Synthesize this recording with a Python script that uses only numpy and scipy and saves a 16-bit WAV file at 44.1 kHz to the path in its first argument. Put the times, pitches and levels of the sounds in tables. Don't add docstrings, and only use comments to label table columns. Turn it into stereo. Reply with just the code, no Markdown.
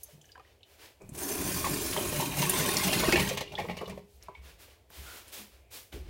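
import sys
import numpy as np
from scipy import signal
from scipy.fft import rfft, irfft, next_fast_len
from scipy.io import wavfile
from scipy.ndimage import map_coordinates

SR = 44100
rng = np.random.default_rng(int(sys.argv[2]) if len(sys.argv) > 2 else 0)


def wrap_up_sound(samples):
    columns = np.atleast_2d(samples).T
    tamed = np.clip(columns, -1, 1)
    steps = np.round(tamed * 32767).astype(np.int16)
    wavfile.write(sys.argv[1], SR, steps)


N = 268569


def amp(db):
    return 10 ** (np.asarray(db) / 20)


def unit(x):
    return x / np.sqrt(np.mean(x ** 2) + 1e-20)


def peaked(x):
    return x / np.abs(x).max()


def along(points, hz):
    f, v = np.transpose(points)
    return np.interp(np.log(hz + 1), np.log(f + 1), v)


def curve(rows):
    return np.interp(np.arange(N) / SR, *np.transpose(rows))


def wobble(rate):
    return map_coordinates(rng.standard_normal(4096), [np.arange(N) * rate / SR], mode="wrap")


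def envelope(start, rise, hold, fall_db_per_s):
    t = np.arange(N) / SR - start
    attack = np.sin(np.pi / 2 * np.clip(t / rise, 0, 1))
    return attack * amp(-fall_db_per_s * np.maximum(t - rise - hold, 0))


def filtered(x, response):
    n = x.shape[-1]
    m = next_fast_len(n + 8192)
    return irfft(rfft(x, m) * response(np.fft.rfftfreq(m, 1 / SR)), m)[..., :n]


def resonance(f, hz, q):
    return 1j * f * hz / q / (hz * hz - f * f + 1j * f * hz / q)


def add(track, s, sound):
    part = track[:, round(s * SR):][:, :sound.shape[-1]]
    part += sound[..., :part.shape[1]]


# (f/Hz, left-right likeness)
EAR_LIKENESS = [(25, .92), (60, .96), (110, .995), (200, .995), (350, .93), (550, .65), (700, .3),
                (1000, .5), (1300, 0), (16000, -.05)]


def ears(pair):
    turn = lambda hz: np.arccos(np.clip(along(EAR_LIKENESS, hz), -1, 1)) / 2
    mid, side = filtered(pair, lambda hz: np.array([np.cos(turn(hz)), np.sin(turn(hz))]))
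    return np.array([mid + side, mid - side])


def coloured(pair, spectrum):
    return unit(ears(filtered(pair, lambda hz: amp(along(spectrum, hz)))))


def leaning(pair, lean):
    return filtered(pair, lambda hz: amp(np.array([along(lean, hz), -along(lean, hz)]) / 2))


def impacts(spread_db, size=N):
    return unit(rng.standard_normal((2, size)) * amp(spread_db * rng.standard_normal(size)))


def echoes(x, t60s, size, count=24):
    out, hop = np.zeros((2, N)), N // count + 1
    padded = np.pad(x, ((0, 0), (hop, 2 * hop)))
    fade = np.hanning(2 * hop)
    for start in range(0, N + hop, hop):
        hz, t, z = signal.stft(rng.standard_normal((2, size)), SR, nperseg=256)
        decay = amp(-60 * t / along(t60s, hz)[:, None])
        tail = signal.istft(z * decay, SR, nperseg=256)[1]
        piece = fade * padded[:, start:start + 2 * hop]
        answer = signal.fftconvolve(piece, tail / np.linalg.norm(tail[0]), axes=1)
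        add(out, max(start - hop, 0) / SR, answer[:, max(hop - start, 0):])
    return ears(out)


# (f/Hz, level/dB)
ROOM_COLOUR = [(25, -24), (60, 1), (100, -1), (150, -20), (260, -18), (400, -10), (700, -12.5), (1200, -27),
               (2000, -24), (2400, -22), (3000, -24), (5000, -30), (16000, -33.5)]


def room_tone():
    level_db = -63.5 + .5 * wobble(26.0)
    return amp(level_db) * coloured(rng.standard_normal((2, N)), ROOM_COLOUR)


# (t/s, level/dB)
WEIGHT_SHIFTS = [(4.14, -58), (4.37, -53), (4.46, -65), (4.62, -65), (4.96, -54), (5.51, -61), (5.92, -45),
                 (6.02, -60)]
# (f/Hz, level/dB)
FLOOR_RUMBLE = [(25, -8), (65, 25.5), (100, -3), (160, 4), (400, -37)]


def steps():
    weight = sum(amp(db) * envelope(s, rise=0.03, hold=0.066, fall_db_per_s=102) for s, db in WEIGHT_SHIFTS)
    return weight * coloured(rng.standard_normal((2, N)), FLOOR_RUMBLE)


# (t/s, level/dB, f/Hz, t60/s)
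SOFT_BUMPS = [(.085, -51, 600, 0.086), (0.127, -47.5, 148, 0.29), (1.038, -47, 132, 0.03),
              (1.091, -40, 222, 0.021), (1.113, -37.5, 142, 0.081), (1.393, -37, 83, 0.16),
              (1.703, -32.5, 145, 0.23), (1.971, -29.5, 405, 0.096), (2.221, -30, 357, 0.11),
              (2.265, -30.5, 274, 0.17), (2.375, -26, 144.7, 0.32), (2.591, -27.5, 165, 0.11),
              (2.959, -23, 162, 0.06), (3.084, -15, 290, 0.027), (3.13, -18, 352.6, 0.12),
              (3.141, -34, 70.2, 0.45), (3.201, -31.5, 136.2, 0.54), (3.67, -35.5, 179, 0.24),
              (3.884, -41, 191.6, 0.34), (4.285, -45.5, 395, 0.14), (4.966, -44, 70, 0.34),
              (5.389, -49, 207, 0.26), (5.927, -42, 285, 0.041), (5.938, -40, 339, 0.11),
              (5.939, -38.5, 61, 0.14), (5.957, -41.5, 414, 0.095), (5.964, -43.5, 266, 0.073),
              (5.991, -48, 369, 0.19), (6.052, -51, 337, 0.15), (6.06, -35, 62, .5)]


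def bumps():
    out, t = np.zeros((2, N)), np.arange(SR // 2) / SR
    for s, db, hz, t60 in SOFT_BUMPS:
        fade = amp(-60 * t / t60) * (1 - np.exp(-t / (0.072 * t60)))
        mode = fade * np.sin(2 * np.pi * hz * t)
        scuff = filtered(fade * rng.standard_normal(len(t)), lambda f: resonance(f, hz, q=1.14) ** 2)
        add(out, s, amp(db) * peaked(peaked(mode) + peaked(scuff)))
    return out


# (t/s, rise/s, level/dB, f/Hz)
PITCHED_RUBS = [(4.2, 0.16, -65, 2270), (5.03, 0.087, -52, 1390), (5.45, 0.3, -70, 2370)]


def rubs():
    out = np.zeros((2, N))
    for s, rise, db, hz in PITCHED_RUBS:
        noise = rng.standard_normal((2, N))
        band = unit(ears(filtered(noise, lambda f: resonance(f, hz, q=5.0) ** 2)))
        out += amp(db) * envelope(s, rise, hold=0, fall_db_per_s=130) * band
    return out


# (t/s, rise/s, soft rustle level/dB, crisp swish level/dB)
CLOTH_STROKES = [(0.0, 0.0015, -68, -57), (.03, 0.085, -64, -57), (.2, 0.092, -71.5, -64),
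                 (.36, 0.15, -65, -71), (.64, .1, -62, -60.5), (.77, 0.075, -51.5, -53),
                 (4.05, 0.1, -84, -62.5), (4.19, 0.057, -60, -66), (4.33, 0.04, -63.5, -72.5),
                 (4.41, 0.075, -53.5, -55.5), (4.579, 0.043, -54.5, -52), (4.66, 0.054, -59, -62.5),
                 (4.89, 0.088, -52.5, -50), (4.91, 0.26, -49, -46), (5.24, 0.051, -55.5, -55),
                 (5.316, 0.022, -48.5, -40.5), (5.35, 0.037, -48.5, -44.5), (5.489, 0.057, -61.5, -63),
                 (5.703, 0.055, -49.5, -41.5), (5.917, 0.02, -49, -51), (6.02, 0.075, -57.5, -67)]
# (f/Hz, level/dB)
RUSTLE_COLOUR = [(150, -8.5), (400, 3.5), (800, 0.5), (1100, 1), (1380, 1.5), (1800, 3), (2400, 4.5),
                 (3200, 2), (5000, -2), (15000, -26)]
# (f/Hz, level/dB)
SWISH_COLOUR = [(1000, -15.5), (3000, 5.5), (6000, 4.5), (11000, 4), (16000, 4.5)]


def clothes():
    rustle, swish = np.zeros((2, N))
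    for s, rise, rustle_db, swish_db in CLOTH_STROKES:
        speed = envelope(s, rise, hold=0.013, fall_db_per_s=166)
        rustle = np.hypot(rustle, amp(rustle_db) * speed)
        swish = np.hypot(swish, amp(swish_db) * speed)
    soft = rustle * coloured(impacts(spread_db=2.5), RUSTLE_COLOUR)
    crisp = swish * coloured(impacts(spread_db=2.5), SWISH_COLOUR)
    return soft + crisp


# (t/s, level/dB, f/Hz, t60/s)
SHARP_TICKS = [(.034, -25, 11850, 0.048), (.215, -46, 6600, 0.048), (0.255, -46, 6300, 0.03),
               (0.318, -42.5, 4660, 0.035), (.631, -40.5, 3730, 0.02), (1.019, -45, 7040, .03),
               (1.092, -37, 8400, 0.05), (2.496, -8, 10000, 0.04), (2.769, -8, 4740, 0.017),
               (3.554, -47, 4100, 0.075), (3.772, -41, 8600, 0.016), (3.858, -39, 3430, 0.051),
               (3.878, -44, 10650, .03), (3.896, -39.5, 8800, 0.027), (4.226, -40, 4860, 0.027),
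               (4.234, -40, 11100, 0.036), (4.348, -50, 3140, 0.019), (4.903, -38, 13000, .012),
               (4.903, -45.5, 1700, .012), (5.28, -37, 9200, 0.071), (5.924, -41, 1600, .015),
               (5.926, -37, 3100, 0.01)]


def ticks():
    out, t = np.zeros((2, N)), np.arange(4096) / SR
    for s, db, hz, t60 in SHARP_TICKS:
        fade = amp(-60 * t / t60) + amp(-60 * t / 0.0048)
        burst = rng.standard_normal((2, len(t))) * fade
        add(out, s, amp(db) * peaked(filtered(burst, lambda f: resonance(f, hz, q=2.33) ** 2)))
    return out


# (t/s, level/dB before the basin, brightness/dB)
KNOCK_BLOWS = [(.356, -48, -3), (0.378, -45, -4), (0.397, -45, 2), (3.124, -5.5, 7), (3.159, -21, 36),
               (4.286, -38, -19), (4.903, -45, -21)]
# (f/Hz, relative level/dB, t60/s before the cap in knocks)
STEEL_MODES = [(1890, 4, 0.093), (2330, -24, 0.056), (2470, 5.5, 0.08), (3262, -38.5, 0.22),
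               (4140, -16, 0.052), (4700, -7, 0.04), (6060, -4, 0.02), (6840, -38, 0.0486)]
# (f/Hz, level/dB)
PLOP_COLOUR = [(60, -34.5), (180, 2.5), (300, -5.5), (470, 2.5), (600, 4.5), (750, 0.5), (1050, 1.5),
               (1400, -13.5), (3000, -34)]


def knocks():
    out, t = np.zeros((2, N)), np.arange(12000) / SR
    crack_colour = [(900, -38), (2200, 8.0), (4600, -1.5), (16000, -18.0)]  # f/Hz, level/dB
    for s, db, bright_db in KNOCK_BLOWS:
        body = coloured(rng.standard_normal((2, len(t))) * amp(-60 * t / 0.032), PLOP_COLOUR)
        ring = np.zeros((2, len(t)))
        for hz, level_db, t60 in STEEL_MODES:
            fade = amp(level_db - 60 * t / min(t60, .05))
            ring += fade * np.sin(2 * np.pi * (hz * t + rng.random((2, 1))))
        crack = coloured(rng.standard_normal((2, len(t))) * amp(-60 * t / 0.016), crack_colour)
        bright = .7 * peaked(ring) + peaked(crack)
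        add(out, s, amp(db) * peaked(peaked(body) + amp(bright_db) * bright))
    return out


# (t/s, level/dB before trim, f/Hz, t60/s)
DROPS_AND_CLINKS = [(0.032, -29.5, 6300, 0.018), (.213, -44, 3080, .025), (.242, -49, 3000, .025),
                    (.243, -50, 1740, 0.043), (.291, -48, 2970, 0.039), (0.294, -52, 1700, .035),
                    (0.318, -41, 4800, .028), (.321, -55, 2960, 0.038), (0.351, -41.5, 1780, .03),
                    (.355, -37, 1570, 0.03), (.355, -44, 990, 0.034), (.365, -49, 755, 0.099),
                    (0.378, -40, 1010, 0.043), (0.38, -58, 1530, .05), (.386, -49, 450, 0.11),
                    (0.397, -39.5, 1200, 0.037), (.402, -47, 800, 0.045), (.449, -46, 1920, 0.03),
                    (.476, -53, 2980, .03), (.356, -52, 3030, .05), (.401, -52, 3000, .035),
                    (.607, -52, 3030, .02), (.631, -37, 2980, 0.016), (.631, -41, 3640, .016),
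                    (1.642, -19.5, 1154, 0.061), (1.656, -22, 1073, 0.074), (1.667, -23, 880, 0.034),
                    (1.964, -15.5, 943, 0.032), (1.966, -24, 2140, 0.016), (1.974, -21, 3180, 0.023),
                    (2.198, -21.5, 904, 0.032), (2.226, -23.5, 941, 0.078), (2.425, -20.5, 950, 0.057),
                    (2.466, -25, 1090, 0.061), (2.538, -24.5, 1023, 0.086), (2.645, -26, 1072, 0.064),
                    (2.69, -18.5, 1860, 0.03), (2.888, -16.5, 3130, 0.043), (2.926, -28, 3150, 0.044),
                    (3.036, -21.5, 1096, 0.18), (3.038, -21, 613, 0.076), (3.124, -10, 2197, 0.043),
                    (3.132, -14.5, 2530, 0.066), (3.158, -13, 2740, 0.033), (3.176, -17.5, 2310, 0.04),
                    (3.195, -18, 2180, 0.033), (3.312, -18, 537, 0.043), (3.414, -24.5, 540, 0.055),
                    (3.476, -32, 2840, 0.026), (3.518, -35.5, 2760, 0.025), (3.553, -19, 3400, 0.019),
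                    (3.579, -21.5, 1910, 0.039), (3.588, -24, 824, 0.045), (3.586, -19, 562, 0.076),
                    (3.618, -27, 2240, 0.03), (3.643, -23, 488, 0.033), (3.652, -29, 1000, .03),
                    (3.686, -29, 2010, 0.029), (3.695, -26.5, 836, 0.065), (3.698, -34, 2260, 0.072),
                    (3.709, -35, 646, 0.026), (3.771, -39, 2240, 0.035), (3.788, -34, 2960, 0.03),
                    (3.814, -23.5, 540, 0.05), (3.83, -28, 427, 0.069), (3.807, -38, 1990, 0.028),
                    (3.878, -32, 560, 0.031), (3.976, -32, 600, .04), (3.523, -32, 584, .025),
                    (3.539, -40, 794, .025), (3.6, -27, 746, .035), (3.628, -34.5, 1050, .03),
                    (3.752, -42, 810, 0.025), (3.856, -38, 2920, 0.036), (3.862, -40, 3510, 0.029),
                    (3.897, -38, 2380, .025), (3.921, -37, 969, 0.078), (4.284, -30, 1000, 0.041),
                    (4.286, -39, 630, .04), (4.68, -43, 566, 0.026), (4.372, -54, 420, .08),
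                    (4.412, -52, 2240, .05), (4.349, -46, 3170, 0.028), (4.349, -44.5, 960, .035),
                    (4.351, -39, 2250, 0.068)]


def plinks():
    out, t = np.zeros((2, N)), np.arange(8192) / SR
    for s, db, hz, t60 in DROPS_AND_CLINKS:
        lag_s = .00005 * rng.standard_normal((2, 1))
        fade = amp(-60 * t / t60) * (1 - np.exp(-t / 0.0012))
        tone = np.sin(2 * np.pi * hz * (t + lag_s)) * fade
        noise = rng.standard_normal((2, len(t))) * amp(-60 * t / 0.026)
        contact = ears(filtered(noise, lambda f: resonance(f, hz, q=3.4) ** 2))
        add(out, s, amp(db - 3) * (tone + .55 * peaked(contact)))
    return out


# (t/s, hold/s, level/dB)
SPITS_AND_RUSH = [(1.002, 0.013, -60.5), (1.009, 0.014, -56), (1.088, 0.013, -58.5), (1.143, 0.44, -55.5)]
# (f/Hz, level/dB)
SPOUT_COLOUR = [(150, -6.5), (400, 13), (1000, 1.5), (1400, -7), (2100, -7), (2500, 0.5), (2900, -41),
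                (6000, -20.5), (16000, -23)]


def squirts():
    push = sum(amp(db) * envelope(s, 0.0037, hold, fall_db_per_s=453) for s, hold, db in SPITS_AND_RUSH)
    return push * coloured(impacts(spread_db=0.5), SPOUT_COLOUR)


# (t/s, level/dB, plop level/dB, splash level/dB)
WATER_SLUGS = [(1.6427, -23.5, -2, -18), (1.6665, -29, 9, 0), (1.714, -44, 5, -11.5), (1.9277, -26, -1, 1),
               (1.963, -24.5, -2.5, -10), (1.98, -35.5, 17.5, 1), (2.125, -34, 13, -3),
               (2.16, -24.5, -4.5, -8), (2.1998, -25.5, 8, -8), (2.226, -42.5, -1, 5.5),
               (2.4187, -21.5, -12.5, 2), (2.5352, -24.5, -4.5, -12.5), (2.5988, -25, -11.5, 6.5),
               (2.835, -29.5, -8.5, 13), (2.9312, -34.5, 3.5, 17.5), (3.0339, -35.5, 21, -19),
               (3.0774, -29, 10.5, -9.5), (3.1561, -10.5, -2.5, -16.5), (3.195, -17, 0, -2),
               (3.2883, -35.5, 1, 15), (3.3119, -29.5, -3.5, -11.5), (3.372, -18.5, -2, -6),
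               (3.4071, -25, 5.5, -1), (3.52, -42, 8, 1.5), (3.535, -46.5, 20, -16), (3.583, -24, 4, -15.5),
               (3.596, -27.5, 10.5, -8.5), (3.618, -45.5, -23, -6.5), (3.645, -48.5, 24, -0.5),
               (3.686, -34, 10, -21.5), (3.696, -27, 7, -24), (3.708, -33, 2, -10.5),
               (3.732, -47.5, 10, -6), (3.768, -31, 3.5, -5.5), (3.785, -42, 1, -7.5),
               (3.811, -39.5, 20, -7.5), (3.839, -48, 9.5, -4), (3.877, -40.5, 14, -1), (3.897, -34, 2, -5),
               (3.9184, -50, 19.5, -34), (3.974, -44.5, 10.5, -5)]
# (f/Hz, level/dB)
CLACK_COLOUR = [(900, -31.5), (1400, -20), (1950, 6), (2500, -1), (3000, -4), (4500, -10), (16000, -56)]
# (f/Hz, level/dB)
SPLASH_COLOUR = [(1800, -12), (2700, 2.5), (3300, 3.5), (4500, 2.5), (6000, 0.5), (8000, -5.5),
                 (16000, -32)]
# (f/Hz, level/dB)
SPRAY_COLOUR = [(500, -32.5), (1500, -3), (2600, -9.5), (4200, -10.5), (6200, -3), (7600, -6.5), (9300, -2),
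                (12500, -5), (16000, -4)]


def splats():
    out, t = np.zeros((2, N)), np.arange(8192) / SR
    rise_s, length_s = 0.00098, 0.014
    swell = (1 - np.exp(-t / rise_s)) * np.exp(-(t / length_s) ** 1.11)
    burst = lambda spectrum: coloured(swell * impacts(spread_db=6.5, size=len(t)), spectrum)
    for s, db, plop_db, splash_db in WATER_SLUGS:
        droplets = burst(SPLASH_COLOUR) + amp(-4) * burst(SPRAY_COLOUR)
        plop = amp(plop_db - 3.0) * burst(PLOP_COLOUR)
        splash = amp(splash_db + 1.5) * droplets
        add(out, s, amp(db - 24.5) * (burst(CLACK_COLOUR) + plop + splash))
    return out


# (t/s, boom level/dB, drumming level/dB)
LOW_BANDS = [(1.0, -75, -71), (1.04, -50, -59), (1.33, -56.5, -53), (1.42, -48, -42), (1.56, -45.5, -40.5),
             (1.78, -45.5, -45.5), (1.89, -44, -56), (1.99, -50.5, -41.5), (2.1, -40.5, -50.5),
             (2.2, -48.5, -34.5), (2.33, -48.5, -43), (2.42, -49.5, -43.5), (2.92, -47.5, -39),
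             (3.1, -39, -38.5), (3.28, -47.5, -41.5), (3.48, -61, -62.5), (3.63, -53, -47),
             (3.92, -54.5, -56), (4.058, -72, -65)]
# (f/Hz, level/dB)
BOOM_COLOUR = [(25, -12.5), (45, -3.5), (60, 0), (80, 1.5), (105, -1), (135, -20.5), (300, -48)]
# (f/Hz, level/dB)
DRUM_COLOUR = [(90, -21.5), (125, -8.5), (148, -0.5), (185, 6.5), (225, -3.5), (300, -22.5), (600, -29.5)]
# (t/s, hold/s, level/dB)
BARE_STEEL_ROARS = [(1.201, 0.25, -40.5), (1.693, 0.11, -45), (2.003, 0.014, -41)]
# (f/Hz, level/dB)
ROAR_COLOUR = [(150, -30), (230, -6), (285, -1), (360, -3.5), (440, -1.5), (520, -25), (640, -30),
               (760, -7), (860, -30.5), (990, -7.5), (1200, -22.5), (3000, -40)]


def drumming():
    boom_db = curve([(s, db) for s, db, _ in LOW_BANDS])
    drum_db = curve([(s, db) for s, _, db in LOW_BANDS])
    t = np.arange(N) / SR
    wet = (t > LOW_BANDS[0][0]) & (t < LOW_BANDS[-1][0])
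    boom = amp(boom_db) * coloured(impacts(spread_db=4.0), BOOM_COLOUR)
    drum = amp(drum_db) * coloured(impacts(spread_db=2.0) * amp(1.8 * wobble(45)), DRUM_COLOUR)
    roar = sum(amp(db) * envelope(s, 0.033, hold, fall_db_per_s=199) for s, hold, db in BARE_STEEL_ROARS)
    return wet * (boom + drum) + roar * coloured(impacts(spread_db=0.5), ROAR_COLOUR)


def bubble(t, hz, cycles):
    age = t * hz / cycles
    return np.sin(2 * np.pi * hz * t) * np.exp(-age) * (1 - np.exp(-8 * age))


def froth(centre_hz, octaves, cycles, spread_db, count, size):
    start, t = rng.integers(0, N, (count, 1)), np.arange(size)
    pitch, strength, side = rng.standard_normal((3, count, 1))
    hz = np.minimum(centre_hz * 2 ** (octaves * pitch), SR / 3)
    grains = amp(spread_db * np.clip(strength, -2, 2)) * bubble(t / SR, hz, cycles)
    when = (start + t).ravel()
    pair = [np.bincount(when, (grains * np.cos(2 * side + turn)).ravel(), N)[:N] for turn in (0, np.pi / 2)]
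    return unit(ears(np.array(pair)))


# (t/s, flow level/dB)
JET_FLOW = [(1.12, -29), (1.15, -10), (1.2, -1.5), (1.42, 0.5), (1.58, 2), (1.88, 0.5), (2.06, -1.5),
            (2.2, 3), (2.33, -5.5), (2.39, 5.5), (2.5, 0.5), (2.6, 5.5), (2.73, 0.5), (2.92, 3),
            (3.23, 0.5), (3.34, -11), (3.42, -27.5), (3.47, -33), (3.6, -31)]
# (t/s, aim from 0 = bare steel to 1 = on the utensils by the drain)
JET_AIM = [(1.2, 0.099), (1.5, 0.42), (2.1, 0.43), (2.42, 0.73), (2.75, 0.84), (3.05, 1), (3.4, 0.97)]


def jet(base_db, db_per_flow_db, aim_db):
    t = np.arange(N) / SR
    running = (t > JET_FLOW[0][0]) & (t < JET_FLOW[-1][0])
    return running * amp(base_db + db_per_flow_db * curve(JET_FLOW) + aim_db * curve(JET_AIM))


# (t/s, length/s, level/dB before trim)
LIMP_DRIBBLES = [(1.027, 0.095, -15), (3.3, 0.48, -8), (3.588, 0.37, -7)]
# (f/Hz, level/dB)
PATTER_COLOUR = [(150, -16), (230, -4.5), (290, 1.5), (400, -0.5), (480, -7), (620, -6.5), (750, -13.5),
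                 (1050, -6), (1350, -25), (2000, -22.5), (2450, -4.5), (2900, -35), (6000, -34)]
# (f/Hz, level/dB)
SPLATTER_COLOUR = [(300, -11), (600, -2.5), (1080, 4), (1350, -3), (1700, -6), (2200, -10), (3000, 1.5),
                   (5000, 2), (7500, -11.5), (16000, -29.5)]


def stream():
    dribble, rise = np.zeros(N), 0.02
    for s, length, db in LIMP_DRIBBLES:
        dribble += amp(db - 60.5) * envelope(s, rise, length - rise, fall_db_per_s=254)
    patter = jet(base_db=-48, db_per_flow_db=0.65, aim_db=10) + dribble
    splatter = jet(base_db=-49.5, db_per_flow_db=0.76, aim_db=13.1) + dribble
    spray = jet(base_db=-34.5, db_per_flow_db=1, aim_db=-0.9)

    trickle = np.clip(1 - amp(curve(JET_FLOW)), 0, 1)
    depth_db = 1.4 + 2.4 * trickle
    flutter = unit(wobble(90) + wobble(260))
    beads = amp(depth_db * flutter - depth_db ** 2 * np.log(10) / 20)

    steel = coloured(impacts(spread_db=4.0) * amp(1.5 * wobble(70)), PATTER_COLOUR)
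    mid = coloured(impacts(spread_db=5.0) * amp(0.5 * wobble(350)), SPLATTER_COLOUR)
    high = coloured(impacts(spread_db=3.5) * amp(.7 * wobble(500)), SPRAY_COLOUR)
    gurgle = froth(centre_hz=820, octaves=.35, cycles=8, spread_db=3, count=500, size=2400)
    bubbles = froth(centre_hz=2700, octaves=.42, cycles=11, spread_db=3, count=2400, size=1100)
    fizz = froth(centre_hz=10000, octaves=.4, cycles=38, spread_db=2.5, count=4000, size=500)

    pooled = .45 + .7 * curve(JET_AIM)
    wet = .85 * beads * mid + pooled * (.5 * gurgle + .9 * bubbles)
    mist = beads * (high + .45 * fizz) * amp(.8 * wobble(70))
    lumps = np.tanh(wobble(65))
    body = amp(2.2 * lumps) * (patter * steel + splatter * wet)
    return body + spray * amp(.7 * lumps) * mist


# (f/Hz, width/Hz, lift/dB)
BASIN_MODES = [(137.6, 8.9, 10.5), (268, 15, 2.5), (367.8, 12, 7.5), (409, 3.9, 10), (600, 27, 4.5),
               (670, 12, 0), (870, 11, 4), (1076, 10, 5.5), (1980, 50, -4), (2070, 18, -8), (2300, 14, -4),
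               (2346, 28, -12), (3100, 9.7, -2), (2807, 76, 4)]


def basin(x):
    def response(f):
        gain = 1
        for hz, width, lift_db in BASIN_MODES:
            gain = gain + (amp(lift_db) - 1) * resonance(f, hz, q=hz / width)
        return gain
    return filtered(x, response)


# (f/Hz, t60/s)
KITCHEN_DECAY = [(150, 0.11), (1000, 0.3), (4000, 0.34), (14000, 0.047)]
# (f/Hz, left minus right level/dB)
SINK_TILT = [(160, 0), (740, -2.5), (1200, 5), (2000, -4), (3300, 2), (5500, 1.5), (9000, 0), (15000, 3.5)]
# (f/Hz, left minus right level/dB)
CLOTH_TILT = [(200, -9), (1500, -2.5), (5000, 1), (15000, -0.5)]


def scene():
    through_basin = basin(stream() + drumming() + splats() + knocks())
    sink = through_basin + plinks() + ticks() + squirts()
    wall_decay = [(200, 0.016), (2000, 0.063), (10000, 0.049)]  # f/Hz, t60/s
    walls = filtered(echoes(sink, wall_decay, size=6144), lambda hz: hz / (hz + 400))
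    sink = sink + amp(-5.0) * walls
    room = amp(-8.0) * echoes(sink, KITCHEN_DECAY, size=20000)
    dry_sounds = leaning(clothes(), CLOTH_TILT) + rubs() + bumps() + steps()
    return leaning(sink + room, SINK_TILT) + dry_sounds + room_tone()


def record(dry):
    top_hz = 15900
    return filtered(dry, lambda hz: hz < top_hz)


dry = scene()
out = record(dry)
wrap_up_sound(out)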